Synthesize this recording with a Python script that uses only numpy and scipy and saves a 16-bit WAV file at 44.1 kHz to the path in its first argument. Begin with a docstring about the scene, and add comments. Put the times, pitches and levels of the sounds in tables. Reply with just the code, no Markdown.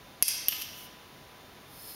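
"""Two sharp clacks, close to the microphone, over the hum of a large warehouse's ventilation:
an arrow shaft knocks against a compound bow. It drops onto the metal arrow rest, rattles,
and is slid along it twice with a thin hiss of friction. Each blow sets shaft, bow or rest ringing;
the hall rings on behind. On the hardest blows the recorder overloads with a low thump
and its limiter ducks."""
import sys
import numpy as np
from scipy import signal
from scipy.fft import rfft, irfft
from scipy.io import wavfile

SR = 44100
rng = np.random.default_rng(int(sys.argv[2]) if len(sys.argv) > 2 else 0)


def pcm_store(signal):
    """Save signal as 16-bit PCM."""
    levels = np.round(np.clip(np.atleast_2d(signal), -1, 1) * 32767)
    wavfile.write(sys.argv[1], SR, levels.astype(np.int16).T)


N = 85995
TIME = np.arange(N) / SR
BIN_HZ = np.arange(N // 2 + 1) * SR / N


def from_db(db):
    """Decibels to gain."""
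    return 10 ** (np.asarray(db) / 20)


def unit_rms(x):
    """Scale to unit rms."""
    return x / np.sqrt(np.mean(x ** 2) + 1e-20)


def at_hz(points, hz, column=1):
    """Read a column of a table on a log-frequency axis."""
    table = np.array(points)
    return np.interp(np.log(np.maximum(hz, 1)), np.log(table[:, 0]), table[:, column])


def convolve(x, response):
    """Pass a sound through an impulse response."""
    return signal.fftconvolve(x, response)[:N]


def colour(x, points, size=8192):
    """Minimum-phase filter with the given spectral shape and unit power gain."""
    gain = unit_rms(from_db(at_hz(points, np.linspace(0, SR / 2, size // 2 + 1))))
    cepstrum = irfft(np.log(gain))
    cepstrum[1:size // 2] *= 2
    cepstrum[size // 2 + 1:] = 0
    return convolve(x, irfft(np.exp(rfft(cepstrum))))


def decay(t60):
    """An envelope that falls 60 dB in t60 seconds."""
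    return np.exp(-np.log(1000) * TIME / t60)


def ring(modes):
    """The response to one tap: decaying sines of alternating sign."""
    return sum((-1) ** k * from_db(db) * decay(t60) * np.sin(2 * np.pi * hz * TIME)
               for k, (hz, db, t60) in enumerate(modes))


def drift(rate_hz):
    """Slow random wander at unit rms."""
    return unit_rms(irfft(rfft(rng.standard_normal(N)) / (1 + (BIN_HZ / rate_hz) ** 2), N))


def burst(t60, passes=4):
    """A dying spray of tiny clicks with an even spectrum."""
    envelope = decay(t60)
    spray = rng.standard_normal(N) * envelope
    for _ in range(passes):
        flattened = irfft(np.exp(1j * np.angle(rfft(spray))), N)
        spray = flattened * decay(10 * t60)
    return unit_rms(spray) * np.sqrt(np.mean(envelope ** 2))


# Spectrum of the air noise filling the warehouse: frequency_hz, relative_db
AIR_SPECTRUM = [(15, -60), (25, -8.5), (86, -1.5), (221, -2), (349, -3), (495, -5), (782, -5), (848, -6),
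                (970, -6.5), (1050, -7.5), (3720, -13), (6730, -19.5), (7910, -28.5), (9050, -22.5),
                (15500, -21.5)]
# Fan tones in the background: pitch_hz, rms_db
FAN_TONES = [(90, -73.5), (135, -68.5), (799, -72.5), (1000, -65), (3598, -68.5)]
def ventilation(air_db=-52, waver_depth=0.26, waver_hz=11):
    """Room tone: steady air noise and fan tones that waver in level and phase."""
    air = from_db(air_db) * unit_rms(colour(rng.standard_normal(N), AIR_SPECTRUM))
    for hz, db in FAN_TONES:
        waver = 1 + waver_depth * (drift(waver_hz) + 1j * drift(waver_hz))
        tone = np.real(waver * np.exp(2j * np.pi * hz * TIME))
        air += from_db(db) * unit_rms(tone)
    return air


# Reverberation returning from the hall: frequency_hz, level_db, t60_s
HALL_REVERB = [(300, -43, 1.0), (1190, -2, 2), (2570, -3.5, 1.21), (4900, -2, 1.02), (8750, -7, 0.5),
               (11460, -13, 0.52), (15000, -8.5, 0.55)]
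def warehouse(x, near_db=-7.5, near_delay_s=0.0038, hall_delay_s=0.0014, build_s=0.004):
    """Close reflections off archer, bow and floor, and a diffuse tail whose treble dies first."""
    white = rfft(rng.standard_normal(N))
    near = np.roll(burst(t60=0.024), int(near_delay_s * SR))
    response = from_db(near_db) * unit_rms(near)
    build = 1 - np.exp(-np.maximum(TIME - hall_delay_s, 0) / build_s)
    edges_hz = np.geomspace(150, 18000, 15)
    for low, high in zip(edges_hz, edges_hz[1:]):
        centre = np.sqrt(low * high)
        band = irfft(white * (BIN_HZ >= low) * (BIN_HZ < high), N)
        envelope = unit_rms(build * decay(at_hz(HALL_REVERB, centre, column=2)))
        response += from_db(at_hz(HALL_REVERB, centre)) * envelope * band
    return convolve(x, response / np.sqrt(N))


# Two strokes of the shaft along the rest: time_s, hiss_db, rest_ring_db, scrape_db
SLIDE_LEVELS = [(0.54, -74, -57, -71), (0.60, -39.5, -41, -56), (0.625, -49, -61, -45),
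                (0.66, -52, -84, -73), (0.73, -55.5, -60, -70), (0.785, -49, -60, -70),
                (0.86, -52, -74, -70), (0.90, -77, -100, -95.5), (1.64, -75, -90.5, -83),
                (1.71, -59, -80, -61.5), (1.82, -50.5, -79, -53.5), (1.87, -49.5, -83, -51),
                (1.90, -46, -76, -47), (1.95, -52, -73, -53)]
# Spectrum of the friction hiss: frequency_hz, relative_db
HISS_SPECTRUM = [(1500, -22), (3500, -5.5), (5100, -4), (6500, -6), (8400, -8.5), (9300, -2.5), (11200, -2),
                 (12600, 0), (13900, 3.5), (15500, -2.5)]
# Resonances of the scraping shaft: pitch_hz, relative_db, t60_s
SCRAPE_MODES = [(4470, -3, 0.015), (5060, -1, 0.01), (5400, -3.5, 0.015), (9230, -2, 0.005),
                (11270, 5, 0.0098), (12100, 1.5, 0.0083)]
# Modes of the metal rest, rubbed or struck: pitch_hz, relative_db, t60_s
REST_MODES = [(1260, -50, .2), (1750, -48, .22), (2640, -43, .08), (2930, -33, .3), (3110, -32, .13),
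              (3450, -41, .08), (5550, -22, .015), (5712, -38, .08), (6020, -31, .02), (11700, -22, .008),
              (12800, -20, .008), (12130, -20, .02), (12270, -13, .02)]
def slide(grains_per_s=10000, spread_db=4.5, soft_hz=3500):
    """Faint even up close: friction grains hiss, scrape in the shaft and ring the rest's low modes."""
    time_s, hiss_db, ring_db, scrape_db = np.transpose(SLIDE_LEVELS)
    grains = (rng.random(N) < grains_per_s / SR) * rng.choice([-1, 1], N)
    grains = grains * from_db(spread_db * rng.standard_normal(N))
    soft_grains = signal.sosfilt(signal.butter(2, soft_hz, fs=SR, output="sos"), grains)
    layers = [(hiss_db, colour(grains, HISS_SPECTRUM)),
              (ring_db, convolve(soft_grains, ring(REST_MODES))),
              (scrape_db, convolve(grains, ring(SCRAPE_MODES)))]
    friction = sum(from_db(np.interp(TIME, time_s, db)) * unit_rms(sound) for db, sound in layers)
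    return friction * (TIME > time_s[0])


def clacks(hits, modes, crack_spectrum, crack_t60_s, thump_hz=486, thump_t60_s=0.0033):
    """Each blow is a brief crack and ringing modes; softer contacts are duller."""
    out = np.zeros(N)
    body = ring(modes)
    overload_thump = ring([(thump_hz, 0, thump_t60_s)])  # the recorder overloading on the hardest clacks
    for start_s, ring_db, crack_db, thump_db, cutoff_hz in hits:
        crack = colour(burst(crack_t60_s), crack_spectrum)
        blow = from_db(ring_db) * body + from_db(crack_db) * crack + from_db(thump_db) * overload_thump
        contact = signal.butter(2, min(cutoff_hz, 0.48 * SR), fs=SR, output="sos")
        start = int(start_s * SR)
        out[start:] += signal.sosfilt(contact, blow)[:N - start]
    return out


# Landing and bounces on the rest: start_s, ring_db, crack_db, overload_thump_db, cutoff_hz
REST_HITS = [(0.4841, -0.5, -8.5, -27, 19200), (0.4886, -49, -19, -58, 9900),
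             (0.5215, -11.5, -24, -52, 8100), (0.5260, -1.5, -12.5, -64, 2540),
             (0.6150, -18, -33, -60, 20100), (0.6200, -20, -20.5, -64, 7800)]
# Contact crack on the rest: frequency_hz, relative_db
REST_CRACK = [(300, -23), (1400, -18), (2800, 1.5), (3900, -3.5), (5500, 1.5), (7300, -5.5), (10000, -0.5),
              (12300, 10.5), (15500, -10)]
def rest_rattle():
    """Near the microphone, the shaft drops and bounces on the metal rest, which rings."""
    return clacks(REST_HITS, REST_MODES, REST_CRACK, crack_t60_s=0.012)


# Blows against the bow: start_s, ring_db, crack_db, overload_thump_db, cutoff_hz
BOW_HITS = [(0.2248, 2.5, -2.5, -13.5, 21600), (0.2815, -13.5, -10.5, -50, 18900),
            (0.2872, -21, -16.5, -49, 7000)]
# Modes of shaft and bow: pitch_hz, relative_db, t60_s
BOW_MODES = [(2091, -37, 0.11), (2573, -22.5, 0.034), (3265, -27, 0.044), (4855, -15.5, 0.028),
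             (5200, -39, 0.065), (5300, -28, 0.06), (5670, -23, 0.047), (6180, -29, 0.055),
             (8750, -18, 0.018), (10420, -42, .02), (11130, -6, 0.0094), (11310, -4, 0.015),
             (11250, -24, .04)]
# Contact crack on the bow: frequency_hz, relative_db
BOW_CRACK = [(300, -28), (1600, -13), (2500, 1), (3900, -6), (5200, 6.5), (7300, -1.5), (9000, 4),
             (11000, 14), (13000, 4.5), (15500, 0.5)]
def bow_knocks():
    """In the foreground, the shaft hits the bow hard, then lightly; both ring briefly."""
    return clacks(BOW_HITS, BOW_MODES, BOW_CRACK, crack_t60_s=0.013)


def scene():
    """One microphone near the bow, with the hall and its ventilation behind."""
    arrow = bow_knocks() + rest_rattle() + slide()
    return (arrow + warehouse(arrow) + ventilation())[None]


def record(dry, limit_db=-7.5, attack_s=0.00095, release_db_per_s=148, ceiling=0.6):
    """The limiter ducks after loud peaks; soft clipping, a notch and a steep low-pass follow."""
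    notch_hz, notch_width_hz, cutoff_hz = 7860, 680, 15700
    over_db = np.maximum(20 * np.log10(np.abs(dry) + 1e-9) - limit_db, 0)
    release_db = release_db_per_s * TIME
    held_db = np.maximum.accumulate(over_db + release_db, axis=-1) - release_db
    pole = np.exp(-1 / (attack_s * SR))
    duck_db = signal.lfilter([1 - pole], [1, -pole], held_db)
    limited = dry * from_db(-duck_db)
    rounded = ceiling * np.tanh(limited / ceiling)
    notched = signal.lfilter(*signal.iirnotch(notch_hz, notch_hz / notch_width_hz, fs=SR), rounded)
    return signal.sosfilt(signal.ellip(10, 0.2, 75, cutoff_hz, fs=SR, output="sos"), notched)


dry = scene()
out = record(dry)
pcm_store(out)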